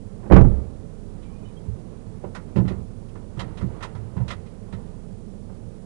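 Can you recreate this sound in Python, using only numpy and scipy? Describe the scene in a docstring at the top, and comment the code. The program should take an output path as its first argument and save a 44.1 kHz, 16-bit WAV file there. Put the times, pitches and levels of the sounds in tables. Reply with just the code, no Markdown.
"""A car door slams hard enough to overload the microphone, beside an idling car at night.
Blows ring the body modes and rattle the trim; later knocks strike the same body, with gritty scuffs of dense grains.
Small metal parts tinkle as wavering sines. Behind them a low firing tone with a filtered-noise drone idles on,
a grainy rustle comes and goes, and the preamp hisses. One microphone feeds only the right channel."""
import sys
import numpy as np
from scipy import signal
from scipy.fft import rfft, irfft
from scipy.io import wavfile
from scipy.ndimage import uniform_filter1d

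SR = 44100
rng = np.random.default_rng(int(sys.argv[2]) if len(sys.argv) > 2 else 0)


def inscribe(sig):
    """Save sig as 16-bit PCM at rate SR to the path in sys.argv[1].

    A 1-D sig is mono; a 2-D sig holds one channel per row.
    Samples are clipped to [-1, 1] before scaling.
    """
    pcm = np.round(np.clip(np.atleast_2d(sig).T, -1, 1) * 32767)
    wavfile.write(sys.argv[1], SR, pcm.astype(np.int16))


def natural_amplitude(level_db):
    """Convert a level in decibels to a linear amplitude factor, elementwise."""
    exponent = np.asarray(level_db, float) / 20
    return 10 ** exponent


N = 257984
T = np.arange(N) / SR


def level(x, db):
    """Scale to an rms level in dB."""
    return x * natural_amplitude(db) / np.sqrt(np.mean(x ** 2))


def bin_hz(count):
    """Frequencies of the rfft bins of a sound of this many samples."""
    return np.arange(count // 2 + 1) * SR / count


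def colour(x, points):
    """Filter by (Hz, dB) points joined on a log-frequency axis."""
    hz, db = np.transpose(points)
    f = np.maximum(bin_hz(len(x)), 1)
    gain_db = np.interp(np.log(f), np.log(hz), db, left=-60, right=-60)
    return irfft(rfft(x) * natural_amplitude(gain_db), len(x))


def walk(rate):
    """Random levels held 1 / rate s and slewed twice; spread near 1."""
    hold = int(SR / rate)
    steps = np.repeat(rng.standard_normal(N // hold + 1), hold)
    return 1.17 * uniform_filter1d(uniform_filter1d(steps, hold), hold)[:N]


def fade(t, rise_s, t60):
    """Smooth rise, then exponential decay by 60 dB in t60 seconds."""
    rise = (1 - np.exp(-t / max(rise_s, 1e-4))) ** 2
    return rise * np.exp(-np.log(1000) * t / max(t60, .01))


def add(out, s, x, peak_db):
    """Mix a sound in at time s with a given peak."""
    i = int(s * SR)
    out[i:i + len(x)] += (x * natural_amplitude(peak_db) / np.abs(x).max())[:N - i]


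# What the car body rings with.
# Each row: mode in Hz, relative level in dB, t60 in seconds at ring factor 1.
BODY_MODES = [(50.2, -2, 0.67), (65.12, 1, 1), (84.6, -9, 0.73), (105, 3, 0.5), (121.2, 5.5, 0.45),
              (133.9, 3.5, 0.46), (169.5, -2.5, 0.42), (187.34, 6.5, 0.54), (217.1, -9.5, 0.51),
              (237.4, -6.5, 0.63), (268.4, -2, 0.29), (315, -7, 0.19), (339.6, 0.5, 0.41), (373.6, 7, 0.26),
              (442.5, 6, 0.22), (478, -8.5, 0.21), (526.4, 9, 0.2), (578.8, 10.5, 0.13), (635, -2, 0.12),
              (684, -7.5, 0.07), (776.3, 6, 0.16), (843, -4.5, 0.37), (905, 1.5, 0.1), (984.6, 4.5, 0.091)]
# How long the rattling trim and panels sound. Each row: frequency in Hz, t60 in seconds at ring factor 1.
RATTLE_DECAY = [(40, 0.48), (150, 0.42), (500, 0.43), (1500, 0.22), (4000, 0.036), (10000, 0.036)]


def blow(centre_hz, slope_db, ring, rattle_db):
    """One blow: body modes near the favoured pitch ring most; trim and panels rattle as dense decaying noise."""
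    t = T[:2 ** 15]
    push_s = 1 / centre_hz  # a softer contact pushes longer and sounds lower

    def weight(f):
        """Fall-off away from the favoured pitch, gentler below it."""
        side = np.where(f > centre_hz, 1, 0.56)
        return natural_amplitude(slope_db * np.abs(np.log2(f / centre_hz)) * side)

    modes = 0
    for hz, db, t60 in BODY_MODES:
        phase = 0.94 * rng.standard_normal()  # the modes set off nearly together
        tone = np.sin(2 * np.pi * hz * t + phase)
        modes = modes + natural_amplitude(db) * weight(hz) * tone * fade(t, push_s, ring * t60)

    spectrum = rfft(rng.standard_normal(len(t)))
    f = bin_hz(len(t))
    hz, t60 = np.transpose(RATTLE_DECAY)
    rattle = 0
    for mid_hz in 60 * 2 ** np.arange(0, 7.6, .5):
        band = irfft(spectrum * np.exp(-(np.log2((f + 1) / mid_hz) / .3) ** 2), len(t))
        muffled = weight(mid_hz) / (1 + (mid_hz / 2200) ** 2)  # padded trim swallows the treble
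        band_t60 = ring * np.interp(np.log(mid_hz), np.log(hz), t60)
        rattle = rattle + muffled * band / band.std() * fade(t, min(push_s, .004), band_t60)
    return modes + natural_amplitude(rattle_db) * rattle


# The slam and the later knocks on the car body. Each row: start in seconds, peak in dB before the preamp,
# favoured pitch in Hz, fall-off above that pitch in dB per octave, ring length as a factor.
BLOWS = [(0.228, -37.5, 297, -1.5, 0.59), (0.257, -28, 300, -2, 0.27), (0.299, -14.5, 487, -6.5, 0.32),
         (0.308, -8, 415, -6.5, 0.19), (0.317, 6, 79.3, -4.5, 0.68), (0.321, -8.5, 1510, -1, 0.25),
         (0.342, -11.5, 1300, -2.5, 0.42), (0.355, -5, 250, -2.5, 0.51), (0.363, -11, 1700, -0.5, 0.58),
         (0.381, -17.5, 900, -1, 0.84), (0.400, -5.5, 110, -5, 0.3), (0.443, -11, 91, -6, 0.46),
         (0.515, -39, 1250, -12, 0.39), (0.52, -25, 70, -21, 0.35), (1.68, -23.5, 101, -24, 0.33),
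         (2.237, -24.5, 408, -6, 0.7), (2.556, -11, 162, -10.5, 1.16), (2.709, -25.5, 370, -17, 0.24),
         (3.365, -25.5, 125, -17, 1.23), (3.607, -17, 135, -11, 0.62), (3.946, -27.5, 105, -23, 1.7),
         (4.162, -16.5, 123, -17.5, 0.69), (4.723, -29.5, 123, -12.5, 0.47), (5.489, -37, 305, -4, 0.86)]
# The closing door pumps the cabin air.
# One row: start in seconds, peak in dB before the preamp, pitch in Hz, t60 in seconds.
AIR_PUMP = (0.345, -11.5, 26.5, .46)


def knocks():
    """The slam (seal, latch, main blow, rebounds) and later knocks strike one body; cabin air booms as a low sine."""
    out = np.zeros(N)
    for s, db, hz, slope_db, ring in BLOWS:
        rattle_db = 3.5 + 0.74 * slope_db  # a hard blow spreads over many modes and shakes the trim more
        add(out, s, blow(hz, slope_db, ring, rattle_db), db)
    s, db, hz, t60 = AIR_PUMP
    t = T[:SR]
    add(out, s, np.sin(2 * np.pi * hz * t) * fade(t, 0.03, t60), db)
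    return out


# Gritty scuffs. Each row: start in seconds, peak in dB before the preamp, tilt in dB per octave,
# first and second favoured resonance in Hz.
SCUFF_HITS = [(1.225, -53, -3, 3150, 3150), (1.255, -59, -2, 2500, 3150), (2.237, -48, -8.5, 2400, 1950),
              (2.347, -31.5, -1, 1400, 1400), (2.557, -30.5, -5, 1050, 2300), (2.571, -32, -6, 1120, 1970),
              (2.648, -42, -9.5, 2050, 3100), (2.676, -31.5, -3.5, 1990, 3020), (2.71, -39, -5, 1370, 2000),
              (3.081, -52.5, -4, 3020, 3100), (3.151, -42.5, -5, 1030, 1400), (3.37, -43.5, -2, 1430, 1950),
              (3.391, -28.5, -2.5, 2000, 3200), (3.406, -36.5, -8, 1400, 1950), (3.57, -39, -2, 1946, 3120),
              (3.607, -35, -2, 1830, 1400), (3.805, -37, -3.5, 1415, 1900), (3.823, -26.5, 0, 1470, 2500),
              (3.841, -38, -4, 1060, 3270), (3.948, -40.5, -3.5, 1400, 4100), (4.164, -36, -7, 998, 1900),
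              (4.2, -39, -10, 1000, 1900), (4.278, -33.5, -1.5, 2150, 2970), (4.301, -27, -3, 1970, 3020),
              (4.459, -49.5, -1, 1940, 1950), (4.722, -39, -3.5, 1800, 4100), (4.78, -44, -16, 1400, 1400)]
# Colour of the grit before its tilt. Each row: frequency in Hz, relative level in dB.
GRIT_COLOUR = [(290, -22), (500, 2.5), (1460, -13.5), (1600, -17), (1970, -7), (2300, -5.5), (2790, -2),
               (4270, -7.5), (11000, -22), (14300, -58), (22000, -120)]
# Short resonances under a scuff.
# Each row: frequency in Hz, half-width to -6 dB in Hz, gain in dB at a favoured pitch.
CLACK_PEAKS = [(1022, 80, 10), (1400, 340, 10.5), (1744, 170, 5), (1970, 140, -3), (2410, 500, -9.5),
               (3200, 220, -13.5), (3820, 500, -14)]


def scuffs():
    """Dense one-sample grains coloured as grit ring short resonances, most those nearest the favoured pitches."""
    out, t = np.zeros(N), T[:SR // 2]
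    f = bin_hz(len(t))
    contact = fade(t, 0.0022, 0.77) * np.exp(-(t / 0.034) ** 2)
    ring_on = natural_amplitude(-1.0) * fade(t, 0.033, 0.21)
    for s, db, tilt_db, *favoured_hz in SCUFF_HITS:
        grains = rng.standard_normal(len(t)) * natural_amplitude(1.6 * rng.exponential(size=len(t)))
        grit = colour(grains, [(hz, g + tilt_db * np.log2(hz / 2000)) for hz, g in GRIT_COLOUR])
        peaks = 0
        for hz, width, gain_db in CLACK_PEAKS:
            octaves_off = np.abs(np.log2(hz / np.array(favoured_hz))).min()
            peaks = peaks + natural_amplitude(gain_db - 17.2 * octaves_off) / (1 + 1j * (f - hz) / width) ** 2
        ring = irfft(rfft(grit) * peaks, len(t))
        bare = natural_amplitude(-8) * grit * contact
        add(out, s, bare + ring * (contact + ring_on), db)
    return out


# Touches of small metal parts. Each row: start in seconds, peak in dB before the preamp, index of the part.
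TOUCHES = [(1.215, -65, 3), (1.215, -63, 0), (1.24, -62, 1), (1.29, -70, 3), (1.285, -68, 1),
           (1.30, -59, 0), (1.31, -69, 2), (1.345, -65, 2), (1.385, -70, 3), (1.41, -65, 2),
           (1.445, -59, 3), (1.445, -70, 5), (1.475, -67, 2), (1.5, -71, 3), (1.562, -58, 4)]
# The small metal parts. Each row: mean pitch in Hz, t60 in seconds.
METAL_PARTS = [(1075, .18), (2315, .12), (2440, .14), (2985, .1), (3225, .065), (3690, .16)]


def tinkles():
    """Faint rings of small metal parts; each swells in and wavers in pitch and level as the parts keep touching."""
    out, t = np.zeros(N), T[:SR // 3]
    waver = 1 + .011 * walk(120.0)
    flutter = natural_amplitude(5.0 * walk(110.0))
    for s, db, part in TOUCHES:
        hz, t60 = METAL_PARTS[part]
        start = int(s * SR)
        now = slice(start, start + len(t))
        tone = np.sin(2 * np.pi * hz * np.cumsum(waver[now]) / SR)
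        add(out, s, tone * flutter[now] * fade(t, .012, t60), db)
    return out


def rumble():
    """Size of the low rumble that swells in after each blow and dies away."""
    size = 0
    for s, db, hz, slope_db, ring in BLOWS:
        swell = fade(np.maximum(T - s, 0), 0.016, ring * 1.36)
        size = size + natural_amplitude(-32.5 + 0.5 * db) * swell  # grows half a dB per dB of blow
    return size


# Firing tone. Each row: multiple of the firing rate, rms level in dB before its wavering and the preamp.
FIRING_TONE = [(1, -46), (2, -57), (3, -55)]
# Colour of the drone. Each row: frequency in Hz, relative level in dB.
DRONE_COLOUR = [(26, -7), (45, 2.5), (55, -13.5), (108, 3), (134, -9.5), (151, -3), (204, -2), (300, -15),
                (346, -17.5), (434, -11.5), (832, -31.5), (1030, -45), (1250, -39.5), (3000, -64),
                (3900, -94), (6600, -120)]


def engine():
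    """Firing tone that wavers a little, and above it a broad drone in the body that flickers and swells after blows."""
    idle_hz = 29.96 * (1 + 0.018 * walk(4.0))  # firing rate
    phase = 2 * np.pi * np.cumsum(idle_hz) / SR
    tone = 0
    for k, db in FIRING_TONE:
        tone = tone + np.sqrt(2) * natural_amplitude(db + 2.16 * k * walk(4.36)) * np.sin(k * phase)
    above = signal.butter(6, 52, "high", fs=SR, output="sos")
    noise = colour(rng.standard_normal(N), DRONE_COLOUR)
    drone = level(signal.sosfilt(above, noise), 0)
    drone_size = np.hypot(natural_amplitude(-42), rumble())
    flicker = natural_amplitude(0.4 * walk(27.0))
    return tone + drone * drone_size * flicker


# Colour of the rustle. Each row: frequency in Hz, relative level in dB.
RUSTLE_COLOUR = [(300, 13.5), (600, 0.5), (1000, -2), (1600, -12), (2500, -18.5), (5000, -29)]
# How the rustle comes and goes. 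Each row: time in seconds, level in dB before the preamp.
RUSTLE_SWELL = [(0.0, -58.5), (0.25, -54.5), (0.45, -44.5), (0.62, -53.5), (0.98, -57.5), (1.4, -54),
                (2.07, -55), (2.59, -54.5), (2.7, -46.5), (2.85, -58.5), (3.34, -55.5), (3.42, -46.5),
                (3.55, -49.5), (3.8, -47.5), (4.01, -52.5), (4.3, -53), (4.58, -56.5), (4.89, -53.5),
                (5.1, -59), (5.85, -58.5)]


def rustle():
    """A soft grainy rustle: noise of uneven level, coloured, that swells with movement nearby."""
    grains = rng.standard_normal(N) * natural_amplitude(1.03 * walk(40.0))
    rustle_db = np.interp(T, *np.transpose(RUSTLE_SWELL))
    return level(colour(grains, RUSTLE_COLOUR), 0) * natural_amplitude(rustle_db)


def scene():
    """Everything reaches one microphone, wired to the right channel."""
    mono = knocks() + scuffs() + tinkles() + engine() + rustle()
    return np.array([np.zeros(N), mono])


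def low_pass(x):
    """Removes everything above the highest recorded frequency."""
    return signal.sosfilt(signal.butter(12, 11080, fs=SR, output="sos"), x)


def record(dry):
    """The preamp adds hiss and clips flat; the top is cut; the left channel holds only a tiny constant."""
    gain_db, hiss_db, clip_level, top_hz = 6, -58.5, .96, 11080
    hiss = level(rng.standard_normal(N), hiss_db)
    mono = np.clip(natural_amplitude(gain_db) * dry[1] + hiss, -clip_level, clip_level)
    top_cut = signal.cheby2(12, 30, top_hz, fs=SR, output="sos")
    mono = np.clip(signal.sosfiltfilt(top_cut, mono), -1, 1)
    left = np.full(N, 1 / 32768)  # one 16-bit step
    return low_pass(np.array([left, mono]))


dry = scene()
out = record(dry)
inscribe(out)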